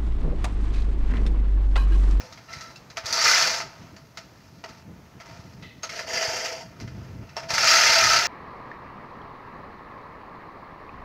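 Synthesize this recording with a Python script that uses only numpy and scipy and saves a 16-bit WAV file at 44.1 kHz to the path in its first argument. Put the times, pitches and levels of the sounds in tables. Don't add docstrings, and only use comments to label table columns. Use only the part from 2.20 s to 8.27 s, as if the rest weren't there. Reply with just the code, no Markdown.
import sys
import numpy as np
from scipy import signal
from scipy.fft import rfft, irfft, next_fast_len
from scipy.io import wavfile
from scipy.ndimage import uniform_filter1d

SR = 44100
rng = np.random.default_rng(int(sys.argv[2]) if len(sys.argv) > 2 else 0)


def persist_wave(psi):
    counts = np.round(np.clip(psi, -1, 1) * 32767).astype(np.int16)
    wavfile.write(sys.argv[1], SR, np.atleast_2d(counts).T)


N = 267687
T = np.arange(N) / SR
SIZE = next_fast_len(N + SR // 2)
FREQ = np.arange(SIZE // 2 + 1) * SR / SIZE
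TOP_HZ = 15700

# start, spin-up, hold and run-out in seconds, level in dB,
# then frame ring, blade edge and knife ring in relative dB.
SHOVES = [(0.0, 0.0015, 0.025, 0.044, -46, -.5, 0.5, -1), (0.29, 0.044, .115, .075, -45.5, -5, -1.5, -3),
          (0.876, .205, 0.14, .165, -20.5, -10, 3.5, -1), (3.704, 0.064, 0.051, 0.0044, -37.5, 1.5, -1, -4),
          (3.87, 0.091, 0.29, .17, -32, -1, 2, -5.5), (5.289, 0.2, 0.48, 0.32, -18, -12, .8, 0)]
# start in seconds, level in dB, frame ring and blade edge
# in relative dB, clink pitch in Hz, clink in relative dB.
KNOCKS = [(.124, -42.5, -9, 3, 3680, 0), (.174, -43.5, -1, -4, 2120, 0), (.2857, -46.5, -2, -14, 1820, 5),
          (.3292, -41, -5, 8.5, 1750, -7), (.4085, -39, -12, 7.5, 1840, -2),
          (.5582, -46.5, -20, 6.5, 2680, 9.5), (.7006, -42, -9, 1, 4060, 0),
          (.7696, -23.5, -6.5, -2.5, 1950, -20), (.857, -29, -6.5, 8, 4800, -10),
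          (.9257, -26.5, -6, 12, 5400, -1), (1.222, -30, -23, 14, 5100, -7),
          (1.3997, -27, -3, -1, 5470, -11), (1.7639, -42, -5, -2, 4560, 1), (1.972, -34, -6.5, 1, 2130, -3),
          (2.4389, -33, 3, -3, 1920, 1), (2.4884, -48, -9, 3, 4800, 4), (3.0003, -36.5, -4, -4, 2150, -7),
          (3.4256, -43, -7, -4, 2560, 2), (3.6321, -26, -3, 0.5, 6460, 3.5), (3.692, -33, -14, 0, 2140, 1),
          (3.7908, -26.5, -5.5, -2.5, 1725, -3), (4.0257, -23, -5, -2, 1990, -2),
          (4.2564, -27.5, -15, 4.5, 2420, -6), (4.6, -36.5, -3.5, 0.5, 2430, -11),
          (4.6756, -43, -6, -1.5, 2020, 2), (5.0262, -50, 3, -19, 1940, -10),
          (5.0908, -44, -16, -4, 2660, -1), (5.1662, -26.5, 1.5, -3.5, 5520, 1.5),
          (5.1956, -48, -21, -1, 5130, 16), (5.2316, -40, -1, -7, 2190, -5),
          (5.304, -27.5, 3, 5.5, 5590, 6), (5.338, -21.5, -17, 2, 4780, 2),
          (5.380, -18.5, -20, 1, 4960, -3)]


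def undb(db):
    return 10 ** (np.asarray(db) / 20)


def unit(x):
    return x / np.sqrt(np.mean(x ** 2))


def slope(points):
    hz, db = np.transpose(points)
    return undb(np.interp(np.log(FREQ + 1), np.log(hz), db))


def causal(gain):
    cepstrum = irfft(np.log(gain), SIZE)
    cepstrum[1:SIZE // 2] *= 2
    cepstrum[SIZE // 2 + 1:] = 0
    return np.exp(rfft(cepstrum))


def through(x, response):
    return irfft(rfft(x, SIZE) * response / np.sqrt(np.mean(abs(response) ** 2)), SIZE)[:N]


def walk(rate_hz):
    step = int(SR / rate_hz)
    return unit(uniform_filter1d(np.repeat(rng.standard_normal(N // step + 1), step), step)[:N])


def during(start_s, length_s):
    return uniform_filter1d(1. * ((T >= start_s) & (T <= start_s + length_s)), size=600).clip(0)


def swell(start_s, attack_s, hold_s, fade_db_per_s):
    age = np.maximum(T - start_s, 0)
    return np.minimum(age / attack_s, 1) * undb(-fade_db_per_s * np.maximum(age - attack_s - hold_s, 0))


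def rattle(per_s, spread_db, contact_s):
    hits = (rng.random(N) < per_s / SR) * undb(spread_db * np.clip(rng.standard_normal(N), -2, 2))
    power = signal.lfilter([1], [1, -np.exp(-1 / (contact_s * SR))], hits ** 2 + 1e-12)
    return unit(np.sqrt(power) * rng.standard_normal(N))


def yard(wash_db=-59, hiss_db=-70, sway_db=2.5):
    # frequency in Hz, density in dB.
    wash_spectrum = [(30, 3), (100, -5), (400, 5), (1000, 3.5), (3500, -9.5), (6500, -9.5), (9000, -32)]
    wash = undb(wash_db + sway_db * walk(4)) * through(rng.standard_normal(N), slope(wash_spectrum))
    hiss_colour = slope([(6500, 0), (9000, -5.5), (12000, 0.5), (15500, -2)]) * (FREQ < TOP_HZ)
    return wash + undb(hiss_db) * through(rng.standard_normal(N), hiss_colour)


def breeze(steady_db=-49.5, gain_db=-3, flutter_db=3, bass_db=-39):
    # centre and half length in seconds, level in dB.
    gusts = [(1.25, 0.39, -55), (2.684, 0.06, -44), (3.38, 0.15, -44), (4.0, 0.14, -54),
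             (4.737, 0.15, -37.5), (4.985, 0.054, -37.5), (5.42, 0.23, -47), (5.898, 0.11, -40.5)]
    # frequency in Hz, density in dB.
    rumble_spectrum = [(30, -10), (55, -5), (140, 2), (300, -7.5), (600, -21), (1300, -93)]
    gust_power = sum(undb(db) ** 2 * np.exp(-((T - s) / half_s) ** 2) for s, half_s, db in gusts)
    wind_db = 10 * np.log10(undb(steady_db) ** 2 + gust_power)
    level = undb(wind_db + gain_db + flutter_db * walk(25))
    rumble = level * through(rng.standard_normal(N), slope(rumble_spectrum))
    bass_level = undb(bass_db + 2 * (wind_db - wind_db.max()))
    bass_colour = slope([(30, -40), (70, -7), (115, -5), (250, -25), (1000, -99)])
    return rumble + bass_level * through(rng.standard_normal(N), bass_colour)


def yard_echo(x, wet_db=-14, t60_s=0.27, dull_hz=6000):
    tail = rng.standard_normal(N) * np.exp(-np.log(1000) * T / t60_s) * (1 - np.exp(-T / 0.074))
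    response = rfft(tail / np.sqrt(np.sum(tail ** 2)), SIZE) / np.sqrt(1 + (FREQ / dull_hz) ** 6)
    return undb(wet_db) * irfft(rfft(x, SIZE) * response, SIZE)[:N]


def turf_thuds(hz=112, waver=.25, rise_s=0.0038):
    # start in seconds, peak in dB.
    thuds = [(0.365, -36), (0.84, -34.5), (3.191, -32.5), (4.078, -33), (4.645, -26), (5.33, -32),
             (5.828, -32)]
    level = 0
    for start_s, db in thuds:
        rises = np.maximum(T - start_s, 0) / rise_s
        level = level + undb(db) * rises * np.exp(1 - np.minimum(rises, 20))
    return level * np.sin(2 * np.pi * np.cumsum(hz * (1 + waver * walk(200))) / SR)


def shove(start_s, spin_up_s, hold_s, run_out_s):
    rise_db_per_s, sag_db, slow_db_per_s, stop_db_per_s = 94, 4, 70.5, 255.5
    age = T - start_s - spin_up_s
    db = (rise_db_per_s * np.minimum(age, 0)
          - sag_db * np.clip(age / hold_s, 0, 1)
          - slow_db_per_s * np.clip(age - hold_s, 0, run_out_s)
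          - stop_db_per_s * np.maximum(age - hold_s - run_out_s, 0))
    return during(start_s, T[-1]) * undb(db)


def effort():
    force = sum(undb(row[4]) * shove(*row[:4]) for row in SHOVES)
    return force / force.max()


def grass(level_db=-54, growth=0.58):
    colour = slope([(3000, -29.5), (7000, -21), (8600, 4), (9600, -7), (11900, 0), (13500, -3),
                    (15500, -25)])
    crackle = through(rattle(per_s=1400, spread_db=2, contact_s=.0003), colour)
    return undb(level_db) * effort() ** growth * crackle


def joint_rub(start_s=3.42, level_db=-46):
    # frequency and half width in Hz, level in dB.
    modes = [(2000, 77, 4.5), (2600, 70, -3), (3030, 180, -14), (3760, 640, -8)]
    gain = sum(undb(db) / (1 + ((FREQ - hz) / width_hz) ** 2) for hz, width_hz, db in modes)
    rub = through(rattle(per_s=1200, spread_db=2, contact_s=0.002), causal(gain))
    return undb(level_db) * swell(start_s, attack_s=0.0071, hold_s=0.012, fade_db_per_s=100) * rub


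def freewheel(gain_db=-1):
    # start and length in seconds, gear and pawl level in dB, fade in dB per second.
    rolls = [(0.086, 0.21, -57.5, -56.5, 6), (0.834, 0.046, -43.5, -47, 10), (1.458, 0.31, -51, -53.5, 34),
             (1.767, 0.66, -64, -63, -3.5), (2.485, .14, -55, -55.5, 20), (2.617, 0.56, -64, -73, 1),
             (3.053, 0.61, -52, -52.5, 23), (4.474, 0.8, -57, -61.5, 0), (5.223, 0.11, -54, -54, 31)]
    drive = 0
    for start_s, length_s, gear_db, pawl_db, fade_db_per_s in rolls:
        coast = during(start_s, length_s) * undb(-fade_db_per_s * np.maximum(T - start_s, 0))
        drive = drive + coast * undb([gear_db, gear_db, pawl_db])[:, None]
    return undb(gain_db) * drive * rattle(per_s=1700, spread_db=4, contact_s=0.0026)


def shares(db, frame_db, edge_db):
    return undb(db) * undb([frame_db, np.zeros_like(frame_db), edge_db])


def knocks(gain_db=-6, take_up_s=0.0078, take_up_db=-20, rise_s=0.00073, blow_db=15,
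           chatter_s=0.0035, settle_db=-20, settle_t60_s=.24):
    chatter, blows = np.zeros((2, 3, N))
    for start_s, db, frame_db, edge_db, _, _ in KNOCKS:
        start, force = int(start_s * SR), shares(db + gain_db, frame_db, edge_db)
        age = T[:min(N - start, SR // 2)]
        decay = -np.log(1000) * np.maximum(age - chatter_s, 0)
        t60_s = 0.15 * np.exp(0.011 * frame_db)
        fade = np.maximum(np.exp(decay / t60_s), undb(settle_db) * np.exp(decay / settle_t60_s))
        chatter[:, start - int(take_up_s * SR):start] += force[:, None] * undb(take_up_db)
        chatter[:, start:start + len(age)] += force[:, None] * fade * (1 - np.exp(-age / rise_s))
        blows[:, start + int(2 * rise_s * SR)] += force * undb(blow_db)
    return blows + chatter * rattle(per_s=3300, spread_db=5, contact_s=0.0011)


def clinks(clink_db=-4, clink_t60_s=.08, waver=0.016, overtone_ratio=1.5, overtone_db=-5,
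           hum_hz=657, hum_db=-6, hum_t60_s=0.19):
    out, drift = np.zeros(N), 1 + waver * walk(400)
    for start_s, db, frame_db, _, hz, ring_db in KNOCKS:
        start = int(start_s * SR)
        age = T[:min(N - start, SR // 2)]
        span, decay = slice(start, start + len(age)), -np.log(1000) * age
        phase = 2 * np.pi * hz * np.cumsum(drift[span]) / SR
        upper = undb(overtone_db) / (1 + (hz * overtone_ratio / 6800) ** 12)
        partials = np.sin(phase) + upper * np.sin(overtone_ratio * phase)
        clink = undb(ring_db + clink_db) * np.exp(decay / clink_t60_s) * partials
        hum = undb(frame_db + hum_db) * np.exp(decay / hum_t60_s) * np.sin(2 * np.pi * hum_hz * age)
        out[span] += undb(db) * (1 - np.exp(-age / 0.00039)) * (clink + hum)
    return out


def singing_modes(waver=0.0117, attack_s=0.016, fade_db_per_s=270):
    # start and hold in seconds, level in dB, pitch in Hz.
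    tones = [(0.278, 0.069, -44.5, 1335), (0.4, 0.036, -42.5, 1335), (5.202, 0.064, -42, 658),
             (5.645, .05, -24, 2085), (5.753, 0.012, -20.5, 660), (5.89, 0.06, -23, 1325)]
    warped_s = np.cumsum(1 + waver * walk(200)) / SR
    return sum(undb(db) * swell(s, attack_s, hold_s, fade_db_per_s) * np.sin(2 * np.pi * hz * warped_s)
               for s, hold_s, db, hz in tones)


def pings(per_s, low_hz, high_hz, t60_s, spread_db):
    out, age = np.zeros(N + SR // 10), T[:SR // 10]
    fade = np.exp(-np.log(1000) * age / t60_s)
    for when, pitch, size, turn in rng.random((int(per_s * N / SR), 4)):
        hz, start = low_hz * (high_hz / low_hz) ** pitch, int(when * N)
        tone = np.sin(2 * np.pi * (hz * age + turn))
        out[start:start + len(age)] += undb(spread_db * size) * fade * tone
    return unit(out[:N])


def slant(contact, bands):
    db = sum(peak_db * np.exp(-((FREQ - hz) / width_hz) ** 2) for hz, width_hz, peak_db in bands)
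    return through(contact, causal(undb(db)))


def cutting(top_blade_hz=34, speed_exponent=0.14, tuft_db=2, gain_db=-1, ping_db=-10):
    # centre and half width in Hz, gain in dB.
    accents = [
        [(520, 52, 11)],
        [(2030, 180, 3.5), (3960, 150, 11.5)],
        [(490, 50, 2), (665, 60, -1.5), (910, 110, 3), (4500, 400, 0.5)],
        [(948, 350, -11.5)],
        [(468, 62, 5), (570, 25, -13), (1050, 210, -6), (3070, 510, 3.5), (4030, 470, -7), (4714, 110, 3),
         (5200, 250, -2), (6700, 54, 5), (12000, 500, 2.5)],
        [(370, 100, -0.5), (579, 43, 3.5), (800, 160, 4.5), (1150, 104, -8.5), (4860, 25, -5)],
    ]
    force = effort()
    passes = np.cumsum(top_blade_hz * force ** speed_exponent * (1 + .07 * walk(15))) / SR
    tuft = undb(tuft_db * np.clip(rng.standard_normal(N), -2, 2))[passes.astype(int)]
    wipe = 1 + .55 * tuft * np.exp(-(passes % 1) / .5)
    wipe /= np.sqrt(np.average(wipe ** 2, weights=force))
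    tinkle = pings(300, 4300, 7600, t60_s=0.058, spread_db=5)
    tinkle += .6 * pings(220, 1197, 3296, t60_s=0.032, spread_db=20.5)
    contact = rattle(per_s=4500, spread_db=1.5, contact_s=0.00089) + undb(ping_db) * tinkle
    out = 0
    for (*timing, db, frame_db, edge_db, _), bands in zip(SHOVES, accents):
        drive = shove(*timing)
        below_peak_db = -20 * np.log10(drive + 1e-9)
        shake_db = np.minimum(0.53 * below_peak_db, 5.5)
        gains = shares(db + gain_db, frame_db + shake_db, np.full(N, edge_db))
        out = out + drive * gains * slant(contact, bands)
    return wipe * out


def steel():
    # frequency and width in Hz, level in dB.
    modes = [(512.4, 15, -5.5), (614, 10, -10.5), (653.6, 22, 3), (691, 36, -3.5), (924, 29, -1.5),
             (877, 10.3, -0.5), (1248, 35, -0.5), (1335, 16, 3.5), (1430, 6.7, -5), (1547, 26, -1.5),
             (1768, 100, 1.5), (1873, 26.6, 2.5), (2037, 56, 4.5), (2425, 35, 3), (2655, 16, 2.5),
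             (2767, 25, 0), (4100, 70, -2.5), (4320, 13, -1), (4570, 56, 0), (4840, 23, 2), (4800, 36, 1),
             (5270, 41, -7.5), (5300, 96, 0), (5569, 44, -16), (5770, 56, -15), (6340, 120, -23)]
    # frequency in Hz, level in dB.
    mode_floor = [(150, -39), (400, -14), (750, -15), (1120, -9.5), (1500, -2.5), (2200, -1.5),
                  (3000, -5.5), (3700, -8), (4700, -3), (6200, -3.5), (8100, -22.5), (9500, -30.5),
                  (11700, -26), (15500, -38.5)]
    power = slope(mode_floor) ** 2
    for hz, width_hz, db in modes:
        power = power + undb(db) ** 2 / (1 + ((FREQ ** 2 - hz ** 2) / ((FREQ + 1) * width_hz)) ** 2)
    lowpasses = [1 / (1 + (FREQ / hz) ** 32) for hz in (1080, 1480, 3400, 4330)]
    bands = np.diff(lowpasses, axis=0, prepend=0, append=1)
    frame, knife_low, reel, knife_high, edge = bands * causal(np.sqrt(power))
    return frame, reel, edge, knife_low, knife_high


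def mower(reel_db=-2, edge_db=-2, knife_low_db=-4, knife_high_db=-10, high_follow=0.19):
    frame, reel, edge, knife_low, knife_high = steel()
    low, mid, high = cutting() + freewheel() + knocks()
    body = through(low, frame) + undb(reel_db) * through(mid, reel) + undb(edge_db) * through(high, edge)
    facing_db = sum(db * during(start_s, spin_up_s + hold_s + run_out_s)
                    for start_s, spin_up_s, hold_s, run_out_s, *_, db in SHOVES)
    knife = through(mid * undb(knife_low_db + facing_db), knife_low)
    knife += through(high * undb(knife_high_db + high_follow * facing_db), knife_high)
    return body + knife + clinks() + joint_rub() + singing_modes() + grass()


def scene():
    machine = mower()
    return (machine + yard_echo(machine) + breeze() + yard() + turf_thuds())[None]


def record(dry, ceiling=0.58, low_cut_hz=42):
    highpass = signal.butter(3, low_cut_hz, "highpass", fs=SR, output="sos")
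    lowpass = signal.ellip(12, .1, 90, TOP_HZ, fs=SR, output="sos")
    rounded = ceiling * np.tanh(signal.sosfilt(highpass, dry) / ceiling)
    return signal.sosfilt(lowpass, rounded)


dry = scene()
out = record(dry)
persist_wave(out)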